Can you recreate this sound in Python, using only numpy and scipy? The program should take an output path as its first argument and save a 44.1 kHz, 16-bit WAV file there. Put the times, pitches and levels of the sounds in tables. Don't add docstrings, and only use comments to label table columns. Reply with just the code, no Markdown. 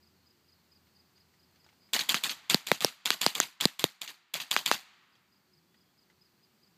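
import sys
import numpy as np
from scipy import signal
from scipy.fft import rfft, irfft, next_fast_len
from scipy.io import wavfile
from scipy.ndimage import uniform_filter1d, map_coordinates

SR = 44100
rng = np.random.default_rng(int(sys.argv[2]) if len(sys.argv) > 2 else 0)


def dump_mix(stems):
    frames = np.atleast_2d(stems).T
    limited = np.clip(frames, -1, 1)
    pcm = np.round(limited * 32767).astype(np.int16)
    wavfile.write(sys.argv[1], SR, pcm)


def linear_from_db(decibels):
    return 10 ** (np.asarray(decibels, float) / 20)


N = 298557


def unit(x):
    return x / np.sqrt(np.mean(x ** 2) + 1e-20)


def along(points, hz):
    f, v = np.transpose(points)
    return np.interp(np.log(hz + 1), np.log(f + 1), v)


def wobble(rate_hz, size=N):
    knots = rng.standard_normal(int(size * rate_hz / SR) + 4)
    return map_coordinates(knots, [np.arange(size) * rate_hz / SR])


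def filtered(x, response):
    m = next_fast_len(len(x) + 4096)
    return irfft(rfft(x, m) * response(np.fft.rfftfreq(m, 1 / SR)), m)[:len(x)]


def add(track, start_s, sound):
    part = track[round(start_s * SR):][:len(sound)]
    part += sound[:len(part)]


def sweep(hz):
    return np.sin(2 * np.pi * np.cumsum(hz) / SR)


def ring(modes, t, scatter_db, spread=0):
    t = np.abs(t) * (t > 0)
    out = 0
    for hz, db, t60_s in modes:
        level = linear_from_db(db + rng.normal(0, scatter_db) - 60 * t / t60_s)
        out = out + level * np.sin(2 * np.pi * hz * t + rng.normal(0, spread))
    soft = 1 - np.exp(-t / .0001) if spread else 1
    return soft * out


# offset_s [s from pop], level_db [dB]
LEAD_INS = [
    (-.004, -16.5),
    (-.0018, -10),
    (-.0009, -10.5),
]
# pitch_hz [Hz], level_db [dB], t60_s [s]
BARREL_MODES = [(3370, -7, 0.0055), (2490, -17, 0.0088), (4700, -21.5, .006), (7200, -10, 0.0044),
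                (1040, -24, 0.0065), (12500, -10.5, .003)]


def muzzle_pop(t, hammer_db):
    u = t / .000026
    puff = .24 * (1 - u) * np.exp(-u * u / 2)
    swell = 0.93 * np.cos(2 * np.pi * 3600 * t) * np.exp(-np.abs(t) / 0.0002) * (t < 0)
    pop = puff + swell + 0.81 * ring(BARREL_MODES, t + .00007, scatter_db=1.17) * (t > 0)
    for offset_s, level_db in LEAD_INS:
        since = t - offset_s - rng.normal(0, .0001)
        scrape = rng.standard_normal(len(t)) * linear_from_db(-60 * np.abs(since) / .003) * (since > 0)
        tick = ring(BARREL_MODES, since, scatter_db=0.0) + .4 * scrape
        pop += linear_from_db(level_db + hammer_db) * tick
    return pop


# pitch_hz [Hz], level_db [dB], t60_s [s]
RECEIVER_MODES = [(2665, -7.5, .06), (2907, -9.5, .07), (3941, -4.5, .06), (4269, -7.5, .06),
                  (5840, -12, .05), (6364, -6, 0.069), (7460, -16, .05)]
# pitch_hz [Hz], level_db [dB]
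CLANK_MODES = [(1800, -9), (2700, -5), (3300, -3.5), (4000, -5), (4600, -6), (6400, -9.5), (9000, -17.5),
               (13000, -21)]
# offset_s [s], level_db [dB]
BOLT_CONTACTS = [(0, 1.5), (.0015, -2), (.0023, -0.5), (.0065, -5.5), (.0145, -6.5), (0.0194, -2.5),
                 (.0225, -5.5)]


def bolt(t):
    clank = 0
    for offset_s, contact_db in BOLT_CONTACTS:
        level = linear_from_db(contact_db + rng.normal(0, 1.3))
        modes = [(hz * rng.normal(1, .04), db, .006) for hz, db in CLANK_MODES]
        clank = clank + level * ring(modes, t - offset_s, scatter_db=3.5, spread=3.2)
    return 3.4 * lawn(clank, -2.9) + 0.9 * ring(RECEIVER_MODES, t, scatter_db=4.5, spread=2)


# start_s [s], pop_db [peak dB as heard], yard_db [dB re pop], bolt_db [dB re pop]
SHOTS = [(1.9355, -7.5, -20, -24), (2.0936, -6, -23.5, -26), (2.2385, -9.5, -23, -26),
         (2.5, -5.5, -23, -33), (2.671, -15.5, -24, -19.5), (2.807, -15.5, -19.5, -21.5),
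         (3.0581, -8, -26.5, -25), (3.216, -7.5, -24.5, -26.5), (3.3532, -12.5, -25, -16.5),
         (3.6109, -8.5, -25, -34.5), (3.7954, -15, -27, -50), (4.0176, -17, -28, -27.5),
         (4.3414, -11.5, -24.5, -27.5), (4.5138, -6.5, -27, -27.5), (4.662, -6.5, -26.5, -24.5)]


def rifle(gain):
    GROUND_DB, LOW_AIM_DB, AIM_UP_S = -2.5, 3.2, 2.4
    SOFT_PULL_S, SOFT_PULL_DB = 2.807, -21.5
    PRE_S = .006
    out = np.zeros(N)
    t = np.arange(SR // 12) / SR - PRE_S
    for s, pop_db, yard_db, bolt_db in SHOTS:
        db = pop_db - gain[round(s * SR)]
        pop = muzzle_pop(t, SOFT_PULL_DB * (abs(s - SOFT_PULL_S) < .05))
        add(out, s - PRE_S, linear_from_db(db) * lawn(pop, GROUND_DB + LOW_AIM_DB * (s < AIM_UP_S)))
        add(out, s, linear_from_db(db + yard_db) * yard())
        home_s = s + .0556 + .0016 * (s - 1.9)
        level = linear_from_db(db + bolt_db)
        add(out, home_s - PRE_S, level * bolt(t))
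        add(out, home_s, level * .6 * yard())
    s, pop_db, yard_db, _ = np.transpose(SHOTS)
    return out + slope(pop_db + yard_db - gain[np.round(s * SR).astype(int)] - 19.0)


# start_s [s], force_db [dB of gain drop], crack_hz [Hz], knock_hz [Hz], knock_db [dB]
PELLETS = [(2.1443, 2, 2700, 1090, -10.5), (2.545, 9, 4300, 744, -17), (2.7165, 8, 2180, 446, -8),
           (2.8469, 6, 5260, 433, -8), (3.1048, 2.5, 4120, 1390, -9.5), (3.2643, 6, 4700, 769, -7.5),
           (3.4017, 9, 6800, 1350, -5.5), (3.6545, 12.5, 4340, 790, -21.5), (3.8414, 6, 3750, 331, -7.5),
           (4.5646, 1.3, 2490, 1140, -5.5), (4.7145, 2, 4030, 1092, -1.5)]


def target(gain):
    CRACK_DB, HALF_FORCE_DB, CRACK_S = -1.13, 1.2, 0.00062
    EDGE_HZ, EDGE_LOSS_DB_PER_HZ = 800, 0.014
    GLANCE_DB, BUZZ_DB, RATTLE_S = -4, 8, .03
    THUMP_DB, THUMP_DB_PER_FORCE_DB = -17.5, 1.103
    out, t = np.zeros(N), np.arange(SR // 20) / SR
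    for s, force, hz, knock_hz, knock_db in PELLETS:
        heard_db = gain[round(s * SR)]
        edge = knock_hz > 1.2 * EDGE_HZ
        db = CRACK_DB + 20 * np.log10(force / (force + HALF_FORCE_DB)) + GLANCE_DB * edge
        thump_db = db + THUMP_DB + THUMP_DB_PER_FORCE_DB * force
        thump_db -= EDGE_LOSS_DB_PER_HZ * max(knock_hz - EDGE_HZ, 0)

        face = [(hz, db, .012), (hz * 1.6, db - 8, .006), (hz * 2.6, db - 11, .004), (13000, db - 15, .004)]
        crack = -np.exp(-(t / CRACK_S) ** 2) * ring(face, t, scatter_db=2.63)
        knock = ring([(knock_hz, knock_db + 6.0, 2.7 / knock_hz)], t - .0001, scatter_db=1.98)
        b, a = signal.butter(1, knock_hz / 3, "high", fs=SR)
        knock = signal.lfilter(b, a, knock)
        thump = ring([(200, thump_db + 4, 0.018)], t - .0011, scatter_db=2.7)
        rattle = filtered(rng.standard_normal(len(t)), lambda f: 1 / (1 + (f / 7000) ** 4))
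        rattle = rattle * linear_from_db(db - 18 + BUZZ_DB * edge - 60 * t / RATTLE_S)
        add(out, s, (crack + knock + thump + rattle) / linear_from_db(heard_db))
        add(out, s, linear_from_db(db - 34.0 - heard_db) * yard()[300:])
    return out


def gain_db():
    clock = np.arange(0, N / SR, 1 / 2000)
    start_s, force_db = np.array(PELLETS)[:, :1], np.array(PELLETS)[:, 1]
    after = clock - start_s - .003
    back = 0.31 * np.exp(-np.abs(after) / 0.11) + .55 * np.exp(-np.abs(after) / .9)
    drop_db = np.dot(force_db, back * np.clip(after / .002, 0, 1))
    return np.interp(np.arange(N) / SR, clock, -drop_db)


def lawn(direct, db):
    b, a = signal.butter(1, [2300, 5600], "band", fs=SR)
    late = np.pad(direct, (round(.00495 * SR), 0))[:len(direct)]
    return direct + linear_from_db(db) * signal.lfilter(b, a, late)


# pitch_hz [Hz], density_db [dB per Hz]
YARD_COLOUR = [(80, -30), (190, 0), (480, -17.5), (650, -9), (1000, -6), (1500, -7.5), (1850, -6),
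               (3500, -7), (4800, -6.5), (5200, -15), (7200, -12), (9500, -20.5), (13000, -16.5),
               (15100, -20.5), (15500, -44.5)]
# pitch_hz [Hz], t60_s [s]
NEAR_DECAY = [(150, 0.16), (1000, .22), (4000, .23), (12000, .21)]


def yard():
    PATCH_DB = 3.8
    hz, t, z = signal.stft(rng.standard_normal(SR // 4), SR, nperseg=256)
    patches = uniform_filter1d(rng.standard_normal(z.shape), size=4, axis=1)
    z = z * linear_from_db(PATCH_DB * unit(patches))
    fall_db = along(YARD_COLOUR, hz)[:, None] - 60 * t / along(NEAR_DECAY, hz)[:, None]
    wash = signal.istft(z * linear_from_db(fall_db), SR, nperseg=256)[1]
    t = np.arange(len(wash)) / SR
    walls = 1 + .5 * np.exp(-((t - .0175) / 0.0015) ** 2) + .5 * np.exp(-((t - .031) / .005) ** 2)
    arrive = np.clip((t - .002) / 0.0079, 0, 1) * walls
    wash = wash * arrive * linear_from_db(2.7 * wobble(700, size=len(t)))
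    return wash / np.sqrt(np.mean(wash[350:1500] ** 2))


# pitch_hz [Hz], t60_s [s]
FAR_DECAY = [(150, .5), (600, 0.91), (1200, 1.7), (2200, 1.45), (4500, 1), (6500, 0.8), (12000, 0.4)]


def slope(bangs_db):
    hz, t, z = signal.stft(rng.standard_normal(N), SR, nperseg=512)
    since = t - .03 - np.array(SHOTS)[:, :1, None]
    fall_db = bangs_db[:, None, None] - 60 * np.abs(since) / along(FAR_DECAY, hz)[:, None]
    fall = linear_from_db(fall_db) * np.clip(since / .04, 0, 1)
    colour = unit(linear_from_db(along(YARD_COLOUR, hz)))[:, None]
    return signal.istft(z * np.linalg.norm(fall, axis=0) * colour, SR, nperseg=512)[1][:N]


# start_s [s], peak_db [dB], centre_hz [Hz]
GEAR_TICKS = [(0.869, -66, 2170), (1.179, -62.5, 4800), (1.339, -64, 1940), (1.559, -63, 4530),
              (1.644, -61, 5000), (1.664, -57, 870), (1.689, -56.5, 2170), (1.728, -62.5, 834),
              (1.89, -62, 2250), (4.169, -63, 2370), (5.154, -60, 3330), (5.744, -62.5, 1913),
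              (6.1, -59.5, 2040)]
# start_s [s], peak_db [dB], centre_hz [Hz]
TRIGGER_SLACK = [
    (3.6026, -34.5, 3000),
]


def gear(gain):
    out, t = np.zeros(N), np.arange(SR // 20) / SR
    for s, db, hz in [*GEAR_TICKS, *TRIGGER_SLACK]:
        noise = rng.standard_normal(len(t))
        rustle = filtered(noise, lambda f: f / (f + 900) / (1 + (f / 3800) ** 3))
        rustle = 2.6 * rustle * linear_from_db(-60 * t / 0.079)
        click = ring([(hz, .8, .03), (hz * 1.35, -4, .02)], t, scatter_db=0.0)
        add(out, s, linear_from_db(db - gain[round(s * SR)]) * (click + rustle))
    return out


def strokes(rows, pitch_hz, boost_db):
    out, u = np.zeros(N), np.linspace(0, 1, len(pitch_hz))
    for s, db in rows:
        tone = sweep(pitch_hz * rng.normal(1, 0.0064))
        level = linear_from_db(db + boost_db + 2.6 * wobble(190, size=len(u)))
        add(out, s - .002, level * np.sin(np.pi * u) ** 0.22 * tone)
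    return out


# start_s [s], peak_db [dB]
CHIRPS = [(.0243, -62), (.2618, -60), (.4823, -61), (.7163, -59.5), (.9532, -60), (1.1618, -62),
          (1.3904, -61.5), (1.5998, -63), (1.8048, -63), (1.8214, -65), (5.1229, -62), (5.3234, -59.5),
          (5.5313, -60.5), (5.7679, -62.5), (5.9788, -60.5), (6.2113, -60.5), (6.6274, -60.5)]
# start_s [s], peak_db [dB]
HURRIED = [
    (6.4293, -60.5),
    (6.4444, -67),
]
# start_s [s], peak_db [dB]
LOW_CALLS = [(.165, -69), (.53, -69), (.855, -72), (1.155, -69), (1.49, -69.5), (5.44, -75), (5.86, -77),
             (6.13, -77), (6.5, -83)]


def cricket():
    PAIR_S, SECOND_DB, TRILL_S = .0375, -0.8, 0.033
    u = np.linspace(0, 1, round(.024 * SR))
    near = [*CHIRPS, *HURRIED, *np.add(CHIRPS, [PAIR_S, SECOND_DB])]
    low = [(s + k * TRILL_S, db) for s, db in LOW_CALLS for k in range(3)]
    out = strokes(near, 4530 + 2200 * u - 2500 * u ** 2, boost_db=-5)
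    out += strokes(low, 4500 - 400 * u, boost_db=-6.0)
    echo = rng.standard_normal(SR // 8) * linear_from_db(-60 * np.arange(SR // 8) / SR / 0.11)
    return out + linear_from_db(-7.5) * signal.fftconvolve(out, echo / np.linalg.norm(echo))[:N]


def bird():
    START_S, RISE_S, HOLD_S, FALL_S, LEVEL_DB = 5.62, .14, .14, .08, -79
    t = np.arange(N) / SR - START_S
    shape = np.interp(t, np.cumsum([0, RISE_S, HOLD_S, FALL_S]), [0, 1, 1, 0])
    level = linear_from_db(LEVEL_DB + 1.3 + 2.6 * wobble(30))
    return shape * level * sweep(3420 - 300 * t + 40 * wobble(60))


def narrow(hz, width_hz):
    return unit(filtered(rng.standard_normal(N), lambda f: np.exp(-((f - hz) / width_hz) ** 2)))


# pitch_hz [Hz], density_db [dB per Hz]
AIR_COLOUR = [(24, -41), (40, -17.5), (79, -2), (176, 1), (305, -3.5), (363, -5), (585, -12.5),
              (873, -10.5), (3830, -18), (4680, -13.5), (5310, -20.5), (7730, -22.5), (9690, -30),
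              (14800, -21), (16000, -41.5)]
# pitch_hz [Hz], wander_hz [Hz], waver_db [dB], level_db [dB], share [dB per dB thinness]
HUM_TONES = [(84, 2.6, 0.7, -0.2, -1.3), (191, 30, 2.5, -1.5, 0.26), (360, 14, 2.5, -6.5, 0.36)]
# start_s [s], level_db [dB], thinness_db [dB]
MACHINE = [(0, -72, -1), (.3, -80, -2.5), (.36, -79, 20), (.45, -77.5, -3), (1.2, -76.5, -1.5),
           (1.9, -78.5, -1), (2.1, -85.5, 4), (4.9, -84, 14.5), (5.4, -82, 5), (5.58, -74, 15),
           (5.82, -75.5, 9), (5.95, -81, 8), (6.3, -75.5, 10), (6.77, -75.5, 7)]
# pitch_hz [Hz], width_hz [Hz], level_db [dB]
FAR_CRICKETS = [(4300, 300, -89.5), (4800, 500, -88)]


def air():
    t = np.arange(N) / SR
    breeze = unit(filtered(rng.standard_normal(N), lambda f: linear_from_db(along(AIR_COLOUR, f))))
    out = linear_from_db(-68 + .5 * wobble(1.5)) * breeze
    s, level_db, thin_db = np.transpose(MACHINE)
    for hz, wander_hz, waver_db, db, share in HUM_TONES:
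        tone_db = np.interp(t, s, level_db + db + share * thin_db) - gain_db() + waver_db * wobble(9)
        out += linear_from_db(tone_db) * np.sqrt(2) * sweep(hz + wander_hz * wobble(30))
    for hz, width_hz, db in FAR_CRICKETS:
        out += linear_from_db(db + 3 * wobble(25)) * narrow(hz, width_hz)
    return out


def scene():
    gain = gain_db()
    quiet = air() + bird() + cricket()
    high_pass = signal.butter(4, 130, "high", fs=SR, output="sos")
    bangs = signal.sosfilt(high_pass, rifle(gain) + target(gain))
    return (bangs + gear(gain) + quiet)[None]


def low_pass(x):
    return signal.sosfilt(signal.butter(12, 16500, fs=SR, output="sos"), x)


def record(dry):
    x = dry[0] * linear_from_db(gain_db())
    x = x / (1 + np.abs(x / 0.66) ** 4) ** (1 / 4)
    response_db = [(40, -11.5), (70, -4.5), (15000, 1.5), (15400, -15.5), (16400, -18.5), (16900, -66.0)]
    x = filtered(x, lambda f: linear_from_db(along(response_db, f)))
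    return low_pass(x[None])


dry = scene()
out = record(dry)
dump_mix(out)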